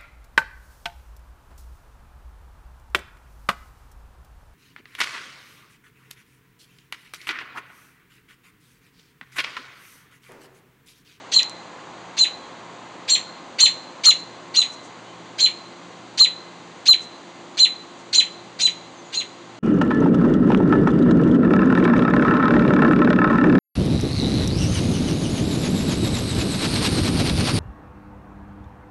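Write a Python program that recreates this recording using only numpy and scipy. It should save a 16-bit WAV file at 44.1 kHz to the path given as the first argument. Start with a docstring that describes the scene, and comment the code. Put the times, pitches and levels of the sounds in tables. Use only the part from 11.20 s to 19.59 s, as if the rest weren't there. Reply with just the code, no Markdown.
"""Distant traffic, air hiss and a machine hum run throughout. At 0.1 s a robin, near its nest in a rack
of steel pipes and sheets, gives the first of thirteen sharp alarm notes: after a rasp, both sides of
its syrinx sweep up, hold and drop, and the metal throws the note back. Two dry ticks follow. A far
vehicle passes near 1 s; from then on, faint birds and rustles come and go. The loudest notes, in
mid-scene, overload the microphone. The last, at 7.9 s, is the softest."""
import sys
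import numpy as np
from scipy import signal
from scipy.fft import rfft, irfft, next_fast_len
from scipy.io import wavfile

SR = 44100
rng = np.random.default_rng(int(sys.argv[2]) if len(sys.argv) > 2 else 0)


def wav_record(signal):
    """Record a signal, one row per channel, as 16-bit PCM in the file named by sys.argv[1]."""
    frames = np.transpose(np.atleast_2d(signal))
    bounded = np.clip(frames, -1, 1)
    # unit amplitude maps onto the largest positive 16-bit level
    quanta = np.round(bounded * 32767).astype(np.int16)
    wavfile.write(sys.argv[1], SR, quanta)


N = 369999

# traffic and air noise: freq_hz, density_db
OUTDOOR_SPECTRUM = [(30, -38), (60, -12), (110, -10.5), (170, -2), (290, 3), (450, -1.5), (750, -1),
                    (1080, -3), (1400, -7.5), (2500, -12), (4200, -12.5), (5300, -18), (7000, -17),
                    (8500, -29), (10000, -43.5), (15000, -66.5)]
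# machine hum along the walk up to the nest: pitch_hz, start_db, end_db
HUM_LINES = [(118.4, -62, -60), (173, -57, -58), (346.5, -60, -52), (519, -57, -62), (1040, -59, -60),
             (1082, -57, -63), (2058, -60, -64)]
# far whistles: start_s, length_s, start_hz, end_hz, level_db
FAR_CALLS = [(1.2, 0.062, 3400, 3280, -54.5), (3.846, 0.097, 3090, 3100, -56),
             (7.727, 0.133, 6380, 6090, -57), (7.8, 0.12, 6730, 6750, -57)]
# rustles: centre_s, half_length_s, level_db
RUSTLE_EVENTS = [(3.0, .02, -54), (3.533, 0.03, -45.5), (3.657, .04, -50), (5.83, 0.046, -48),
                 (6.803, 0.037, -55), (7.245, 0.013, -58)]
# rustle noise: freq_hz, density_db
RUSTLE_SPECTRUM = [(3000, -34), (5500, 4), (7000, 3), (9000, -9), (11000, -35), (15000, -55)]
# close ticks: start_s, peak_db
TICK_EVENTS = [(0.2313, -7.5), (0.2966, -19.5)]
# turbulence in the syrinx: freq_hz, density_db
RASP_SPECTRUM = [(1000, -42), (1700, -19), (2800, -13), (4400, 9), (5300, -4.5), (6200, -2.5),
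                 (8200, -17.5), (10000, -20.5), (15000, -22.5)]
# alarm notes: start_s, length_s, low_hz, high_hz, low_db, high_db, low_sweep_db, rasp_db
ALARM_NOTES = [(.116, .092, 4232, 7310, -10, -23, -1.5, -20.5),
               (0.967, 0.09, 4192, 7155, -11, -23, 1.5, -25.5),
               (1.877, 0.089, 4298, 7434, -13, -17.5, 2, -24.5), (2.384, 0.09, 4260, 7320, -8, -15, 1, -24),
               (2.835, 0.088, 4243, 7160, -5.8, -14.5, -1.5, -18),
               (3.34, .094, 4178, 6970, -11, -20.5, -2.5, -25.5),
               (4.181, 0.093, 4243, 7280, -10.5, -23, 1, -23.5),
               (4.974, 0.091, 4207, 7206, -7, -22.5, -2, -19),
               (5.655, .094, 4195, 7164, -5.5, -23, -4, -21), (6.37, .098, 4207, 7200, -8, -23.5, -1, -25),
               (6.927, 0.09, 4194, 7190, -9.5, -19.5, 4, -17),
               (7.389, 0.094, 4154, 6940, -12.5, -21.5, 1.5, -23),
               (7.921, 0.1, 4207, 6900, -21, -28, 4.5, -32)]
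# pitch and level arch of each side of the syrinx:
# start, sag, floor, jitter (shares of pitch); rise, settle, drop, attack (shares of length);
# attack_db, fade_db, release_db (stage depths); glide_db (gain in sweeps); octave_loss_db (below top)
LOW_ARCH = dict(start=.34, rise=.335, sag=0.04313, settle=0.358, floor=.28, drop=.12, attack=0.34, attack_db=20, fade_db=1, release_db=13.5, glide_db=0, octave_loss_db=5.5, jitter=0.0046)
HIGH_ARCH = dict(start=.29, rise=.34, sag=0.0402, settle=0.595, floor=.4, drop=0.13, attack=0.25, attack_db=20.5, fade_db=8, release_db=26.5, glide_db=5, octave_loss_db=0.5, jitter=0.0058)


def from_db(db):
    """Decibels to gain."""
    return 10 ** (np.asarray(db) / 20)


def decay(t, t60_s):
    """Fall of 60 dB in t60_s."""
    return np.exp(-np.log(1000) * t / t60_s)


def ease(u):
    """Smooth step over u = 0..1."""
    return np.sin(np.pi / 2 * np.clip(u, 0, 1)) ** 2


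def add(out, start_s, sound):
    """Mix a sound in from start_s."""
    at = max(round(start_s * SR), 0)
    out[at:at + len(sound)] += sound[:len(out) - at]


def butter(x, order, edges_hz, kind="low"):
    """Butterworth filter."""
    return signal.sosfilt(signal.butter(order, edges_hz, kind, fs=SR, output="sos"), x)


def drift(rate_hz, size):
    """Linear glides between random values."""
    knots = rng.standard_normal(512)
    return np.interp(np.arange(size) / SR * rate_hz, np.arange(len(knots)), knots)


def coloured_noise(spectrum):
    """Noise shaped by (freq_hz, density_db) points; rms 1."""
    hz, db = np.transpose(spectrum)
    size = next_fast_len(N)
    log_hz = np.log(np.fft.rfftfreq(size, 1 / SR) + 1)
    gain = from_db(np.interp(log_hz, np.log(hz), db))
    noise = irfft(rfft(rng.standard_normal(size)) * gain)[:N]
    return noise / np.sqrt(np.mean(noise ** 2))


def traffic(rumble_db=-43.5, tyre_db=-43.5, hiss_db=-42, pass_s=1.15, pass_width_s=2.66, pass_db=5):
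    """Steady far rumble and air hiss; tyre noise swells as a vehicle goes by."""
    t, out = np.arange(N) / SR, np.zeros(N)
    spectrum, hz = rfft(coloured_noise(OUTDOOR_SPECTRUM)), np.fft.rfftfreq(N, 1 / SR)
    swell_db = pass_db / (1 + ((t - pass_s) / pass_width_s) ** 2)
    for db, weights in zip((rumble_db, tyre_db + swell_db, hiss_db), np.eye(3)):
        crossover = np.interp(hz, [400, 950, 3500], weights)
        out += from_db(db) * irfft(spectrum * crossover, N)
    return out


def machine_hum(waver_db=3, wander_rad_per_khz=1.75):
    """Wavering tones; the machine's speed wanders and blurs the higher ones."""
    t, out = np.arange(N) / SR, np.zeros(N)
    for pitch_hz, start_db, end_db in HUM_LINES:
        level_db = np.linspace(start_db, end_db, N) + waver_db * drift(5.5, N)
        wander_rad = wander_rad_per_khz * pitch_hz / 1000 * drift(9.2, N)
        out += np.sqrt(2) * from_db(level_db) * np.sin(2 * np.pi * pitch_hz * t + wander_rad)
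    return out


def far_birds(smear_t60_s=.22):
    """Faint slurred whistles, smeared by distance."""
    out, t = np.zeros(N), np.arange(SR // 4) / SR
    for start_s, length_s, start_hz, end_hz, level_db in FAR_CALLS:
        size = round(length_s * SR)
        hz = np.linspace(start_hz, end_hz, size) * (1 + .017 * drift(200, size))
        whistle = np.hanning(size) * np.sin(2 * np.pi * np.cumsum(hz) / SR)
        smeared = signal.fftconvolve(whistle, rng.standard_normal(len(t)) * decay(t, smear_t60_s))
        add(out, start_s, from_db(level_db) * smeared * np.sqrt(size) / np.linalg.norm(smeared))
    return out


def rustles():
    """Soft, short brushes of high noise."""
    envelope = np.zeros(N)
    for centre_s, half_length_s, level_db in RUSTLE_EVENTS:
        swell = np.hanning(round(2 * half_length_s * SR))
        add(envelope, centre_s - half_length_s, from_db(level_db) * swell)
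    return envelope * coloured_noise(RUSTLE_SPECTRUM)


def ticks(band_hz=6250, snap_t60_s=.0013, tail_db=-49, tail_t60_s=.047):
    """Tiny dry noise snaps with a faint tail."""
    out, t = np.zeros(N), np.arange(SR // 20) / SR
    envelope = decay(t, snap_t60_s) + from_db(tail_db) * decay(t, tail_t60_s)
    for start_s, peak_db in TICK_EVENTS:
        snap = butter(rng.standard_normal(len(t)) * envelope, 2, [.69 * band_hz, 1.22 * band_hz], "band")
        add(out, start_s, from_db(peak_db) * snap / np.abs(snap).max())
    return out


def rack_response(facing_db, sheet_delay_s=.012, pipe_t60_s=.19, yard_t60_s=.59, beam_hz=2800):
    """Direct treble beamed by the beak, plus echoes off near sheets, pipes and the dull yard."""
    t = np.arange(SR * 3 // 4) / SR
    pipes, yard = rng.standard_normal((2, len(t)))
    pipes = pipes * decay(t, pipe_t60_s) * (1 - np.exp(-t / .0003))
    yard = yard * decay(t, yard_t60_s) * (1 - np.exp(-t / .019))
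    echoes = from_db(2.14) * pipes / np.linalg.norm(pipes)
    echoes += from_db(-15) * butter(yard / np.linalg.norm(yard), 3, [1000, 7500], "band")
    sheet_taps = (rng.uniform(.1, 1, size=5) * sheet_delay_s * SR).astype(int)
    echoes[sheet_taps] += from_db(-10.5) * rng.choice([-1, 1], size=5)
    direct = butter(signal.unit_impulse(len(t)) + 1e-18, 2, beam_hz, "high")
    return direct + from_db(-facing_db) * echoes


def beak(x, cutoff_hz=8580, leak_db=-16.5):
    """Lets little out above the high voice."""
    return butter(x, 8, cutoff_hz) + from_db(leak_db) * x


def rasp(phase, air, buzz_db=-19, breath_db=-20.5):
    """Membranes buzz and the air breaks up as a note opens; faint breath stays on."""
    along = np.linspace(0, 1, len(phase))
    opening = np.minimum(along / .11, 1) ** .48 * np.exp(-(along / .29) ** 4)
    buzz = sum(np.sin(k * phase) for k in range(2, 5)) * np.exp(-(along / .19) ** 4)
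    breath = from_db(breath_db) * air * signal.windows.tukey(len(phase), .4)
    return opening * (air + from_db(buzz_db) * buzz) + breath


def syrinx_side(length_s, top_hz, sweep_db, start, rise, sag, settle, floor, drop, attack,
                attack_db, fade_db, release_db, glide_db, octave_loss_db, jitter, hold_end=.8):
    """Phase and envelope of one whistle: rises, sags while held, drops; unsteady in the sweeps."""
    size = round(length_s * SR)
    along = np.linspace(0, 1, size)
    rising = start + (1 - start) * ease(along / rise)
    sagging = 1 - sag * ease((along - rise) / settle)
    dropping = floor + (1 - floor) * np.exp(-np.maximum(along - hold_end, 0) / drop)
    pitch_ratio = rising * sagging * dropping
    gliding = np.clip((1 - rising * dropping) / .15, 0, 1)
    flutter = (jitter + .035 * gliding) * drift(899.7, size)
    waver = .0029 * drift(68, size)
    hz = top_hz * pitch_ratio * (1 + flutter + waver)
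    stage_db = np.interp(along, [0, attack, hold_end, 1], [-attack_db, 0, -fade_db, -fade_db - release_db])
    level_db = stage_db + (sweep_db + glide_db) * gliding + octave_loss_db * np.log2(pitch_ratio)
    return 2 * np.pi * np.cumsum(hz) / SR, from_db(level_db) * signal.windows.tukey(size, .05)


def robin(swell_db=4.5, octave_db=-17.5, sum_db=-17, difference_db=-12):
    """Two whistles per note, with weak octaves; their shared airflow adds sum and difference tones."""
    out, turbulence = np.zeros(N), coloured_noise(RASP_SPECTRUM)
    for start_s, length_s, low_hz, high_hz, low_db, high_db, low_sweep_db, rasp_db in ALARM_NOTES:
        low_phase, low_env = syrinx_side(length_s, low_hz, low_sweep_db, **LOW_ARCH)
        high_phase, high_env = syrinx_side(length_s, high_hz, 0, **HIGH_ARCH)
        size = len(low_phase)
        mid_swell = from_db(swell_db * np.exp(-((np.linspace(0, 1, size) - .57) / .25) ** 2))
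        low = mid_swell * low_env * np.sin(low_phase)
        high = high_env * np.sin(high_phase)
        octaves = np.sqrt(low_env) * np.sin(2 * low_phase) + np.sqrt(high_env) * np.sin(2 * high_phase)
        sum_tone = from_db(sum_db) * np.sin(high_phase + low_phase)
        difference_tone = from_db(difference_db) * np.sin(high_phase - low_phase)
        mixing = np.sqrt(high_env) * low_env * (sum_tone + difference_tone)
        # bird and microphone move: new echoes per note; loud notes face the microphone, so are drier
        response = rack_response(facing_db=1.14 * max(low_db + 13, -2.5))
        # voice levels include echoes, taken over half the note's length
        low_gain, high_gain = (
            from_db(db) * np.sqrt(size / 2) / np.linalg.norm(signal.fftconvolve(voice, response))
            for db, voice in ((low_db, low), (high_db, high)))
        air = turbulence[round(start_s * SR):][:size]
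        note = low_gain * low + high_gain * (high + from_db(octave_db) * octaves + mixing)
        note += from_db(rasp_db) / np.linalg.norm(response) * rasp(low_phase, air)
        add(out, start_s, signal.fftconvolve(beak(note), response))
    return out


def scene():
    """The robin over the quiet yard; mono."""
    return (robin() + far_birds() + ticks() + rustles() + traffic() + machine_hum())[None]


def record(dry, port_hz=5330, port_db=-9.5, ceiling=.38, emphasis=.56):
    """Microphone: port dip, overload under treble lift, loss of deep bass and top."""
    notched = signal.lfilter(*signal.iirnotch(port_hz, Q=7, fs=SR), dry)
    dipped = notched + from_db(port_db) * (dry - notched)
    lift = [1, -emphasis]
    bright = signal.lfilter(lift, [1], dipped)
    # overload mixes the two voices into a short low blip
    oversampled = signal.resample_poly(bright, 4, 1, axis=-1)
    clipped = oversampled / (1 + np.abs(oversampled / ceiling) ** 24) ** (1 / 24)
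    out = signal.resample_poly(clipped, 1, 4, axis=-1)
    out = signal.lfilter([1], lift, out)
    out = butter(out, 3, 10600)
    out = butter(out, 4, 72, "high")
    return signal.sosfilt(signal.ellip(10, .1, 80, 15800, fs=SR, output="sos"), out)


dry = scene()
out = record(dry)
wav_record(out)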